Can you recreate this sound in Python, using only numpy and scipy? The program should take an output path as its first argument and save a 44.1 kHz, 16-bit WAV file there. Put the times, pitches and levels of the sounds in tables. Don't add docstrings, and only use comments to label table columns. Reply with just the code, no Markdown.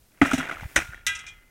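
import sys
import numpy as np
from scipy import signal
from scipy.fft import rfft, irfft
from scipy.io import wavfile
from scipy.ndimage import uniform_filter1d

SR = 44100
rng = np.random.default_rng(int(sys.argv[2]) if len(sys.argv) > 2 else 0)


def to_wav(s):
    ch = np.atleast_2d(s).T
    pcm = np.round(np.clip(ch, -1, 1) * 32767)
    wavfile.write(sys.argv[1], SR, pcm.astype(np.int16))


N = 66150

# f/Hz, level/dB
AIR_COLOUR = [(20, 3.5), (551, -12), (1180, -20), (1430, -22), (1900, -23.5), (3940, -30.5), (14700, -31.5),
              (16500, -46.5)]
AIR_DB = -63.5

# t/s, level/dB
WIND_LEVEL = [(0, -61), (.19, -91), (.225, -64), (.3, -67), (.38, -68), (.55, -55.5), (.65, -44.5),
              (.72, -62), (.78, -36.5), (.83, -44), (1.04, -59.5), (1.1, -47), (1.2, -56), (1.37, -57.5),
              (1.5, -75)]
# f/Hz, level/dB
WIND_COLOUR = [(15, -22), (32, 7), (85, -2), (162, -11), (250, -21.5), (340, -63)]
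# centre t/s, level/dB (before dip and swell overlap), half width/s
PUSHES = [(.6300, -23.5, 0.0021), (0.658, -19.5, 0.003), (0.78, -22.5, 0.0031), (0.894, -27.5, 0.0027)]

# t/s, level/dB
GRIT_LEVEL = [(.212, -64.5), (.22, -56), (.45, -62.5), (.75, -53.5), (.77, -50), (1.0, -67.5)]
GRIT_FROM_HZ = 2400

# t/s, level/dB
CLATTER_LEVEL = [(.08, -74.5), (.212, -58.5), (.218, -23), (.29, -34.5), (.325, -32.5), (.39, -34),
                 (.44, -35), (.47, -39), (.5, -35.5), (.59, -43), (.68, -51), (.755, -54), (.765, -19.5),
                 (.80, -31), (.88, -48.5), (1.0, -56.5), (1.055, -62), (1.08, -46), (1.3, -55.5),
                 (1.45, -67.5)]
# f/Hz, level/dB
CLATTER_COLOUR = [(180, -18.5), (300, -10), (480, -17.5), (700, -13), (1050, -17.5), (1400, -14),
                  (2500, -15), (4600, -36), (5800, -33), (9400, -37.5), (16000, -54)]
CLATTER_PER_S, CLATTER_SPREAD_DB, CLATTER_T60_S = 750, 3.6, .014
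LIFT_S, LIFT_DB, BODY_HZ = 0.763, -9, 970

# t/s, level/dB, pitch f/Hz
TAPS = [(0.2143, -8, 2020), (0.2180, -7.5, 1305), (0.2563, -14.5, 1375), (.2800, -24, 1960),
        (0.3146, -12.5, 1380), (0.3329, -22.5, 2195), (0.336, -24, 1320), (0.4, -18.5, 1420),
        (0.4068, -22.5, 1354), (0.412, -27.5, 1890), (.4770, -27.5, 1540), (.4880, -25.5, 1400),
        (0.495, -20, 1480), (.4980, -28, 2170), (0.5108, -21.5, 1306), (0.513, -24.5, 2010),
        (0.525, -27, 1430), (.5470, -40, 2250), (0.5683, -28, 1350), (0.5971, -31.5, 1480),
        (0.607, -33.5, 2170), (0.632, -31.5, 860), (0.7609, -6, 1953), (0.7619, -7.5, 1494),
        (0.7637, -12, 2034), (0.772, -20.5, 2470), (.7770, -19, 2420), (0.782, -30.5, 1410),
        (0.8192, -26, 2100), (0.821, -31, 1530), (0.922, -38, 1820), (0.926, -38.5, 1490),
        (0.9328, -29, 1510), (0.9434, -30, 1880), (0.976, -38.5, 1730)]
# multiple of pitch, level/dB
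PLASTIC_MODES = [(1, -2.5), (1.2, -16), (.78, -17)]
TAP_PEAK_S = 0.0022
CRUNCH_DB = -16

# t/s, level/dB, pitch f/Hz, T60/s
KNOCKS = [(.2150, -7, 287.5, 0.056), (0.229, -14, 268.4, 0.047), (.2580, -31, 268, 0.11),
          (0.333, -14, 261.7, 0.063), (0.378, -28, 262, 0.15), (0.766, -32, 325.5, 0.13),
          (.7610, -26, 540, 0.048)]
# multiple of pitch, level/dB, share of the knock's T60
BUCKET_MODES = [(1, 8, 0.64), (.6, -7.5, 0.95), (.28, -11.5, 0.95), (1.25, -18, 1), (2.5, -7, 0.65),
                (2.95, -8.5, 0.51)]
KNOCK_RISE_S = 0.0049
KNOCK_SHAPE = 1.5

# t/s, ring level/dB, favoured f/Hz, spread/octaves, sizzle level/dB, sizzle T60/s, sizzle top f/Hz
STRIKES = [(0.2152, -23.5, 1760, 0.54, -44.5, 0.42, 14100), (0.2596, -25.5, 2630, 0.16, -37, 0.22, 14100),
           (0.3103, -44, 2000, 0.92, -36, 0.17, 12300), (0.332, -29, 1675, 0.08, -28.5, 0.17, 13000),
           (0.38, -34.5, 2740, 0.37, -33, 0.11, 13400), (0.607, -46, 2020, 0.38, -51, 0.15, 8160),
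           (.7595, -23.5, 1465, 0.1, -15, 0.068, 12100), (.9440, -52, 3000, 0.27, -54, 0.031, 8000),
           (1.0658, -21.5, 2330, 0.7, -17, 0.077, 12820), (1.0880, -22.5, 1730, 0.17, -31, 0.018, 10150),
           (1.1500, -26.5, 2570, 0.067, -36.5, 0.11, 9620), (1.153, -31, 5975, .04, -34, 0.064, 9000),
           (1.19, -36, 2380, 0.37, -39, 0.086, 9400), (1.2651, -34, 2428, 0.069, -39, 0.092, 7920),
           (1.281, -39.5, 3165, 0.072, -41.5, 0.094, 8220)]
FRAME_HZ = [940, 1283, 1420, 1604, 1630, 1906, 1986, 2052, 2223, 2365, 2428, 2550, 2670, 2740, 2880, 3149,
            3270, 3381, 3677, 3784, 3914, 5975, 6444, 6993, 7865]
# level/dB, T60/s
FRAME_MODES = [(-7.5, .2), (-6, 0.58), (-10.5, 0.82), (-1.5, 0.34), (-21, .6), (-15.5, 0.13), (-3, 0.29),
               (-15, 1.0), (-12, 0.12), (-9.5, 0.19), (-7, 0.58), (-15.5, .18), (-12, 0.25), (-13, 0.43),
               (-13.5, 0.59), (-15.5, 0.38), (-6, 0.3), (-3.5, 0.25), (-12, .16), (-2, 0.27), (-6.5, 0.31),
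               (-6.5, 0.074), (-11.5, 0.082), (-5.5, 0.039), (-10.5, 0.064)]
# f/Hz, level/dB
SIZZLE_COLOUR = [(1200, -30.5), (1600, -12.5), (2500, -7.5), (3800, -7), (4600, -20), (5500, -6),
                 (6200, -8), (7500, -12), (9000, -10.5), (11000, -25), (16000, -10.5)]
SIZZLE_FROM_HZ = 5000
SIZZLE_TAIL_DB, SIZZLE_TAIL_T60_S = -21, 0.4
STRIKE_RISE_S = 0.0017
MODE_SCATTER_DB = 1.5
CRACK_DB, CRACK_T60_S = 7.5, 0.004
CRACK_FALL = 0.23
MUTE_S, MUTE_HZ, MUTE_DB = 1.336, 2428, -18
FLUTTER_DB, FLUTTER_S, FREE_T60_S = 3.5, .01, .35

EDGE_HZ = 16150


def amp(db):
    return 10 ** (np.asarray(db) / 20)


def evened(x):
    return x / np.sqrt(np.mean(x ** 2) + 1e-20)


def curve(points):
    return np.interp(np.arange(N) / SR, *np.transpose(points))


def add(mix, s, sound):
    part = mix[..., round(s * SR):][..., :sound.shape[-1]]
    part += sound[..., :part.shape[-1]]


def coloured(x, points):
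    f, db = np.transpose(points)
    hz = np.fft.rfftfreq(len(x), 1 / SR)
    colour_db = np.interp(np.log(hz + 1), np.log(f + 1), db)
    return evened(irfft(rfft(x) * amp(colour_db), len(x)))


def ring(modes, length, rise, shape=0.88):
    t = np.arange(round(length * SR)) / SR
    hz, db, t60 = np.transpose(modes)[:, :, None]
    fade = amp(db - 60 * (t / t60) ** shape)
    onset = 1 - np.exp(-t / rise)
    return fade * np.sin(2 * np.pi * hz * t) * onset


def outdoor_air():
    return amp(AIR_DB) * coloured(rng.standard_normal(N), AIR_COLOUR)


def wind():
    t = np.arange(N) / SR
    out = coloured(rng.standard_normal(N), WIND_COLOUR) * amp(curve(WIND_LEVEL))
    for s, db, half_width in PUSHES:
        u = (t - s) / half_width
        dip = np.exp(-u ** 2)
        swell = 0.48 * np.exp(-(u / 2.5) ** 2)
        out -= amp(db) * (dip - swell)
    return out


def grit():
    high = signal.butter(2, GRIT_FROM_HZ, "high", fs=SR, output="sos")
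    hiss = evened(signal.sosfilt(high, rng.standard_normal(N)))
    return amp(curve(GRIT_LEVEL)) * hiss


def clatter():
    size = amp(CLATTER_SPREAD_DB * np.minimum(rng.exponential(1, N), 3))
    size *= rng.random(N) < CLATTER_PER_S / SR
    spot = rng.integers(0, 24, N)
    t, out = np.arange(3000) / SR, np.zeros(N)
    for k, hz in enumerate(np.geomspace(1250, 2500, 24)):
        tone = amp(-5.5) * np.sin(2 * np.pi * hz * t) * np.minimum(t / TAP_PEAK_S, 1)
        crunch = rng.standard_normal(len(t))
        grain = (crunch + tone) * amp(-60 * t / CLATTER_T60_S)
        out += signal.oaconvolve(size * (spot == k), grain)[:N]
    out = coloured(out, CLATTER_COLOUR)
    low = signal.butter(3, BODY_HZ, fs=SR, output="sos")
    body = signal.sosfiltfilt(low, out)
    body_kept = amp(curve([(LIFT_S - .02, 0), (LIFT_S + .02, LIFT_DB)]))
    return (out - (1 - body_kept) * body) * amp(curve(CLATTER_LEVEL))


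def taps():
    out, t = np.zeros(N), np.arange(1000) / SR
    swell = (t / TAP_PEAK_S * np.exp(1 - t / TAP_PEAK_S)) ** 2
    for s, db, hz in TAPS:
        tone = sum(amp(d) * np.sin(2 * np.pi * hz * m * t) for m, d in PLASTIC_MODES)
        crunch = amp(CRUNCH_DB) * coloured(rng.standard_normal(len(t)), CLATTER_COLOUR)
        add(out, s, amp(db) * swell * (tone + crunch))
    return out


def bucket():
    out = np.zeros(N)
    for s, db, hz, t60 in KNOCKS:
        modes = [(hz * multiple, db + d, t60 * share) for multiple, d, share in BUCKET_MODES]
        add(out, s, ring(modes, 0.57, KNOCK_RISE_S, KNOCK_SHAPE).sum(0))
    return out


def frame():
    hz, t = np.array(FRAME_HZ), np.arange(SR // 2) / SR
    db, decay = np.transpose(FRAME_MODES)
    rods, sizzle = np.zeros((len(hz), N)), np.zeros(N)
    scatter = MODE_SCATTER_DB * rng.standard_normal((len(STRIKES), len(hz)))
    for k, (s, ring_db, near_hz, spread, sizzle_db, t60, top_hz) in enumerate(STRIKES):
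        distance = np.log2(hz / near_hz) / spread
        lean_db = ring_db - 30 * np.tanh(distance ** 2 / 5)
        drive_db = np.where(hz > SIZZLE_FROM_HZ, np.maximum(sizzle_db, lean_db), lean_db)
        level = db + scatter[k] + drive_db
        add(rods, s, ring(np.transpose([hz, level, decay]), 0.86, STRIKE_RISE_S))

        burst = amp(-60 * t / t60)
        tail = amp(SIZZLE_TAIL_DB - 60 * t / SIZZLE_TAIL_T60_S)
        crack = amp(CRACK_DB + CRACK_FALL * sizzle_db - 60 * t / CRACK_T60_S)
        onset = np.minimum(t / STRIKE_RISE_S, 1)
        dull = signal.butter(5, top_hz, fs=SR, output="sos")
        hiss = signal.sosfilt(dull, coloured(rng.standard_normal(len(t)), SIZZLE_COLOUR))
        add(sizzle, s, amp(sizzle_db) * hiss * (burst + tail + crack) * onset)

    span = round(FLUTTER_S * SR)
    smooth = uniform_filter1d(uniform_filter1d(rng.standard_normal(rods.shape), span), span)
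    looseness = np.minimum(FREE_T60_S / decay, 1)[:, None] ** 2
    waver_db = FLUTTER_DB * evened(smooth) * looseness
    mute_db = np.outer(hz == MUTE_HZ, curve([(MUTE_S, 0), (MUTE_S + .006, MUTE_DB)]))
    return sizzle + (rods * amp(waver_db + mute_db)).sum(0)


def scene():
    air = outdoor_air()
    cage_and_bucket = bucket() + taps() + clatter() + frame()
    return (cage_and_bucket + grit() + wind() + air)[None]


def record(dry):
    low_pass = signal.firwin(255, EDGE_HZ, window=("kaiser", 9), fs=SR)
    return signal.oaconvolve(dry, low_pass[None], "same")


dry = scene()
out = record(dry)
to_wav(out)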